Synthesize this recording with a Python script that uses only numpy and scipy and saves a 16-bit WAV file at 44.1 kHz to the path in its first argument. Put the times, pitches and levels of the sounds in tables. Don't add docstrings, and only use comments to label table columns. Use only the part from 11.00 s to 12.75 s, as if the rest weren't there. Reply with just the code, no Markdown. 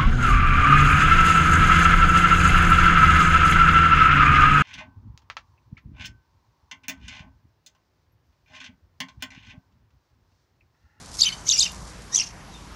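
import sys
import numpy as np
from scipy import signal
from scipy.fft import rfft, irfft
from scipy.io import wavfile
from scipy.ndimage import uniform_filter1d, minimum_filter1d

SR = 44100
rng = np.random.default_rng(int(sys.argv[2]) if len(sys.argv) > 2 else 0)


def magnitude_from_level(level_db):
    exponent = np.asarray(level_db, float) / 20
    return 10 ** exponent


def bounce(signal):
    frames = np.transpose(np.atleast_2d(signal))
    limited = np.clip(frames, -1, 1)
    pcm = np.round(limited * 32767).astype(np.int16)
    wavfile.write(sys.argv[1], SR, pcm)


N = 77175
T = np.arange(N) / SR

# time in seconds, level in dB.
RUSTLE = [
    (0, -51.5),
    (.11, -53),
    (.15, -40.5),
    (.3, -47),
    (.42, -53.5),
    (.75, -50.5),
    (.88, -50),
    (.93, -58.5),
    (1.75, -95),
]
# start in seconds, level in dB, pitch in Hz.
STALK_SNAPS = [
    (.06, -28, 7940),
    (.41, -31, 6540),
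    (.72, -29, 10500),
    (1.02, -31, 6650),
    (1.289, -37, 7600),
    (1.54, -33, 6300),
]
# frequency in Hz, density in dB per Hz.
AIR_COLOUR = [(180, -50), (300, -4), (514, -7.5), (563, -7), (1010, 0), (2830, -13.5), (3560, -14),
              (5820, -12), (11800, -25.5), (15300, -57), (22000, -120)]
# frequency in Hz, density in dB per Hz.
TRAFFIC_COLOUR = [(12, -53.5), (20, -59), (34, -11), (54, -6), (102, -8.5), (128, -10), (193, -9),
                  (216, -14), (300, -21.5), (390, -50), (660, -120)]
# start in seconds, length in seconds,
# start pitch in Hz, end pitch in Hz, level in dB.
SECOND_VOICE = [
    (.182, 0.022, 5350, 5150, -28),
    (.456, 0.034, 6450, 5600, -31),
    (.562, 0.028, 5350, 5680, -37),
]
# time in seconds, pitch in Hz, fundamental in dB,
# third partial in dB, second partial in dB.
CHIRP_1 = [
    [(0.184, 2126, -58, -38, -49), (0.1985, 2199, -51, -28.5, -48), (0.2035, 2514, -51, -51, -23),
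     (0.206, 2604, -49, -57, -25), (0.211, 3275, -31.5, -58, -15), (0.217, 4427, -17.5, -70, -48),
     (0.2205, 4688, -6.5, -64, -50), (0.222, 4445, -10, -69, -46), (0.2255, 3742, -36, -65, -39)],
    [(0.227, 3715, -24, -37, -28), (0.234, 3678, -25.5, -37, -26), (0.2375, 3720, -15, -52, -36),
     (0.2395, 3623, -31, -48, -29), (0.2445, 2479, -35, -38, -32), (0.2465, 2340, -50, -36, -18),
     (0.249, 2448, -37, -34, -38), (0.253, 2735, -26, -56, -51), (0.2545, 2810, -29, -50, -38)],
    [(0.256, 2920, -30, -59, -35), (0.2575, 3014, -30, -57, -25.5), (0.2675, 3060, -19.5, -52, -25),
     (0.281, 3076, -25.5, -43, -43), (0.2865, 2907, -29, -48, -44), (0.2915, 2374, -34, -49, -36),
     (0.298, 2150, -41, -48, -42), (0.313, 2126, -44, -55, -36), (0.315, 2160, -52, -47, -42)],
]
CHIRP_2 = [
    [(0.458, 2060, -56, -44, -57), (0.471, 2146, -46, -33, -54), (0.4855, 2336, -50, -38, -29),
     (0.488, 2570, -46, -29, -31), (0.489, 2690, -50, -37, -21), (0.491, 2955, -50, -55, -16),
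     (0.4925, 3180, -40, -52, -14), (0.4945, 3468, -29, -41, -31), (0.5005, 3860, -17, -54, -24)],
    [(0.502, 3920, -35, -42, -39), (0.503, 3840, -24.5, -47, -33), (0.5135, 3085, -37, -42, -14),
     (0.515, 3190, -38, -43, -15), (0.5165, 3396, -25, -56, -26), (0.519, 3625, -13.5, -69, -34),
     (0.5215, 3165, -27, -56, -19), (0.527, 2295, -51, -28, -22), (0.5285, 2340, -47, -36, -16)],
    [(0.53, 2390, -50, -41, -31), (0.532, 2730, -44, -50, -32.5), (0.533, 2870, -52, -65, -35),
     (0.5375, 2817, -35.5, -54, -28), (0.5395, 2824, -46, -57, -25), (0.559, 2814, -35, -63, -31),
     (0.565, 2784, -36, -55, -37), (0.5715, 2680, -45, -54, -32), (0.575, 2600, -56, -46, -34)],
]
CHIRP_3 = [
    [(0.568, 2300, -36, -34, -39), (0.573, 2350, -43, -30, -37), (0.584, 2423, -40, -28, -27),
     (0.59, 2582, -53, -31, -15.5), (0.5915, 2636, -54, -39, -12), (0.593, 2880, -52, -50, -23),
     (0.5955, 3257, -43, -47, -12.5), (0.597, 3418, -30, -39, -15.5), (0.605, 4244, -21, -70, -36)],
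    [(0.6065, 4453, -17, -70, -29.5), (0.614, 3670, -21.5, -52, -21.5), (0.6195, 3653, -17.5, -41, -24.5),
     (0.6235, 3660, -19, -41, -40), (0.625, 3396, -26, -57, -14), (0.6275, 2718, -38, -46, -23),
     (0.6305, 2418, -39, -34, -13), (0.632, 2380, -41, -39, -13.5), (0.634, 2916, -34, -54, -33)],
    [(0.6355, 2928, -33, -41, -24), (0.6425, 3100, -32.5, -46, -33), (0.6495, 2982, -40, -51, -35),
     (0.6535, 3100, -26.5, -44, -46), (0.656, 3073, -31.5, -62, -32), (0.661, 2760, -24.5, -49, -33),
     (0.666, 2840, -30, -52, -34), (0.672, 2505, -40, -50, -39), (0.685, 2410, -45, -55, -51)],
]
CHIRP_4 = [
    [(1.121, 1848, -68, -57, -55), (1.1235, 1862, -49.5, -49, -48), (1.141, 1902, -42, -26.5, -44.5),
     (1.151, 2039, -44.5, -16.5, -33), (1.1565, 2532, -43, -45, -31), (1.1585, 2874, -37, -36, -14),
     (1.161, 3207, -43, -33, -8), (1.1625, 3270, -30.5, -41, -32), (1.166, 3544, -34, -45, -34)],
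    [(1.1675, 3697, -34, -47, -22), (1.1745, 3413, -34, -48, -40), (1.179, 3170, -33, -42, -13),
     (1.1815, 3178, -35, -43, -15.5), (1.1855, 3304, -31, -63, -48), (1.188, 3056, -33, -39, -15.5),
     (1.194, 2126, -49, -32, -29), (1.196, 2400, -49, -58, -30), (1.197, 2580, -42, -40, -43)],
    [(1.1985, 2740, -21, -34, -15), (1.2005, 2760, -39, -46, -23), (1.2045, 2720, -31, -45, -22),
     (1.209, 3035, -36, -45, -24), (1.212, 2780, -32, -51, -22.5), (1.22, 2740, -31, -48, -34.5),
     (1.2255, 2430, -39.5, -51, -37), (1.231, 2100, -49, -44, -45), (1.237, 2070, -57, -55, -53)],
]
CHIRP_ROUGHNESS = [
    (.9, 1.4),
    (1.2, 3.4),
    (1.0, 2),
    (1.1, 2.3),
]
# frequency in Hz, width in Hz, gain in dB.
RESONANCES = [(4600, 400, 1), (6250, 600, 1)]
# start in seconds, length in seconds, start pitch in Hz,
# end pitch in Hz, level in dB.
FAR_BIRDS = [
    (.37, .045, 6200, 7200, -52),
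    (1.515, .075, 3900, 3550, -49),
    (1.72, .04, 5200, 5600, -55),
]
# delay in seconds, level in dB.
ECHOES = [
    (.015, -22),
]
# centre in seconds, low edge in Hz, high edge in Hz,
# level in dB.
SIDE_PUFFS = [
    (.545, 5600, 7700, -30),
    (1.103, 4200, 5800, -62),
    (1.382, 6300, 8300, -64),
]

TOP_HZ = 11900


def band(x, hz, width_hz):
    return signal.lfilter(*signal.iirpeak(hz, hz / width_hz, SR), x)


def walk(rate_hz):
    hold = int(SR / rate_hz)
    drift = np.repeat(rng.standard_normal(N // hold + 2), hold)
    drift = uniform_filter1d(uniform_filter1d(drift, hold), hold)[:N]
    return drift / drift.std()


def grass():
    hz, width_hz, grains_per_s, spread_db = 5870, 5100, 2200, 2
    hit = rng.random(N) < grains_per_s / SR
    grains = hit * rng.standard_normal(N) * magnitude_from_level(spread_db * rng.exponential(size=N))
    grains = band(band(grains, hz, width_hz), hz, width_hz)
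    level_db = np.interp(T, *np.array(RUSTLE).T) + 1.96 * walk(26.4)
    out = grains / grains.std() * magnitude_from_level(level_db)
    noise = rng.standard_normal(N)
    snap_t60_s = 0.0095
    for start, db, snap_hz in STALK_SNAPS:
        decay = magnitude_from_level(db - 60 * np.maximum(T - start, 0) / snap_t60_s)
        out = out + band(noise * (T >= start) * decay, snap_hz, .35 * snap_hz)
    return out


def bed(colour, level_db, flicker_db, flicker_hz):
    points = np.array(colour)
    f = np.arange(N // 2 + 1) * SR / N + 1e-3
    shape_db = np.interp(np.log(f), np.log(points[:, 0]), points[:, 1])
    low_hz, high_hz = points[0, 0], points[-1, 0]
    spec = rfft(rng.standard_normal(N)) * magnitude_from_level(shape_db)
    spec *= (f >= low_hz) & (f < high_hz)
    place = 2 * np.log2(f)
    out = 0
    for k in range(int(2 * np.log2(low_hz)), int(2 * np.log2(high_hz)) + 2):
        part = irfft(spec * np.clip(1 - abs(place - k), 0, 1), N)
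        out = out + part * magnitude_from_level(flicker_db * walk(flicker_hz))
    return out * magnitude_from_level(level_db) / out.std()


def engine_hum():
    hz = 54 * (1 + 0.039 * walk(5))
    return magnitude_from_level(-47.5 + 2.0 * walk(4.4)) * np.sin(2 * np.pi * np.cumsum(hz) / SR)


def glides(table):
    out = 0
    for start, length, from_hz, to_hz, db in table:
        u = np.clip((T - start) / length, 0, 1)
        hz = (from_hz + (to_hz - from_hz) * u) * (1 + .018 * walk(200))
        tone = np.sin(2 * np.pi * np.cumsum(hz) / SR)
        out = out + magnitude_from_level(db + 4.7 * walk(153)) * np.sin(np.pi * u) * tone
    return out


def chirp(notes, roughness):
    fourth_db, top_hz = -15, 9450
    flutter_db, flutter_hz, waver = 1.6, 250, .005
    breath_db, breath_width_hz = -17, 1800
    s, *columns = np.vstack(notes).T
    hz, first, third, second = (uniform_filter1d(np.interp(T, s, c), size=36) for c in columns)
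    last_note_s = notes[-1][0][0]
    rough = uniform_filter1d(np.where(T < last_note_s, *roughness), size=200)
    third = third - np.maximum(3 * hz - top_hz, 0) / 200
    fourth = third + fourth_db - np.maximum(4 * hz - top_hz, 0) / 50
    gate = np.clip(np.minimum(T - s[0], s[-1] - T) / .005, 0, 1)
    phase = 2 * np.pi * np.cumsum(hz * (1 + waver * rough * walk(300))) / SR
    out = 0
    for k, db in enumerate([first, second, third, fourth], start=1):
        haze = magnitude_from_level(breath_db) * rough * (walk(breath_width_hz) + 1j * walk(breath_width_hz))
        partial = ((1 + haze) * np.exp(1j * k * phase)).imag
        out = out + magnitude_from_level(db + flutter_db * rough * walk(flutter_hz)) * partial
    return np.sqrt(2) * magnitude_from_level(-0.24) * gate * out


def sparrow():
    chirps = [CHIRP_1, CHIRP_2, CHIRP_3, CHIRP_4]
    bird = sum(chirp(*c) for c in zip(chirps, CHIRP_ROUGHNESS))
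    return bird + sum((magnitude_from_level(db) - 1) * band(bird, hz, width) for hz, width, db in RESONANCES)


def yard(x):
    t = T[:SR // 2]

    def tail(db, t60_s):
        unit_energy = np.sqrt(2 * np.log(1000) / t60_s / SR)
        return magnitude_from_level(db - 60 * t / t60_s) * rng.standard_normal(len(t)) * unit_energy

    room = (tail(-11.5, .26) + tail(-27, .5)) * np.clip(t / .004, 0, 1)
    echoes = sum(magnitude_from_level(db) * np.roll(x, int(delay * SR)) for delay, db in ECHOES)
    leaf_stir = (1 + walk(150)) / np.sqrt(2)
    return x + echoes + leaf_stir * signal.fftconvolve(x, room)[:N]


def phone_processing(x):
    smear_db, smear_width_hz = -8.5, 1700
    fill_hz, fill_db = 10070, -5.5
    drop_db, drop_spread_db, treble_drop_db, treble_hz = -48, 5, 15, 8300
    settings = dict(nperseg=2048, noverlap=1024, window="cosine")
    f, _, z = signal.stft(x, SR, **settings)
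    power = uniform_filter1d(abs(z) ** 2, size=max(int(smear_width_hz / f[1]), 1), axis=0)
    power += (f > fill_hz)[:, None] * power.mean(axis=0) * magnitude_from_level(2 * fill_db)
    hiss = np.sqrt(power) * magnitude_from_level(smear_db) * np.exp(2j * np.pi * rng.random(z.shape))
    group = (12 * np.log2(1 + f / 400)).astype(int)
    energy = np.array([(abs(z[group == g]) ** 2).sum(axis=0) for g in range(group.max() + 1)])
    mid_hz = 400 * (2 ** ((np.arange(len(energy)) + .5) / 12) - 1)
    treble_db = treble_drop_db * (mid_hz > treble_hz) * (mid_hz < fill_hz)
    limit_db = drop_db + treble_db[:, None] + drop_spread_db * rng.standard_normal(energy.shape)
    limit = energy.max(axis=0) * magnitude_from_level(2 * limit_db)
    keep = np.where(energy > limit, 1, .04)[group] * (f < TOP_HZ)[:, None]
    return signal.istft((z + hiss) * keep, SR, **settings)[1][:N]


def limiter(x):
    ceiling = .72
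    peak = -minimum_filter1d(-abs(x), size=60)
    return x * uniform_filter1d(np.minimum(ceiling / (peak + 1e-9), 1), size=60)


def side_noise():
    puff_s = .046
    noise, out = rng.standard_normal(N), 0
    for centre, low_hz, high_hz, db in SIDE_PUFFS:
        sos = signal.ellip(6, 1, 70, (low_hz, high_hz), "bandpass", fs=SR, output="sos")
        part = signal.sosfilt(sos, noise)
        swell = np.cos(np.pi * np.clip((T - centre) / puff_s, -.5, .5))
        out = out + magnitude_from_level(db) * part / part.std() * swell
    return out


def scene():
    birds = yard(sparrow() + glides(FAR_BIRDS) + glides(SECOND_VOICE))
    air = bed(AIR_COLOUR, -47.5, 2.08, 12.5)
    traffic = bed(TRAFFIC_COLOUR, -46.5, 0.92, 6.7) + engine_hum()
    mono = birds + grass() + air + traffic
    return np.array([mono, mono])


def band_limit(x):
    return signal.sosfilt(signal.butter(12, 11940, fs=SR, output="sos"), x)


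def record(dry):
    mono = limiter(phone_processing(dry[0]))
    low_pass = signal.ellip(8, .1, 50, TOP_HZ + 150, fs=SR, output="sos")
    mono = signal.sosfiltfilt(low_pass, mono)
    side = side_noise()
    return band_limit(np.array([mono + side, mono - side]))


dry = scene()
out = record(dry)
bounce(out)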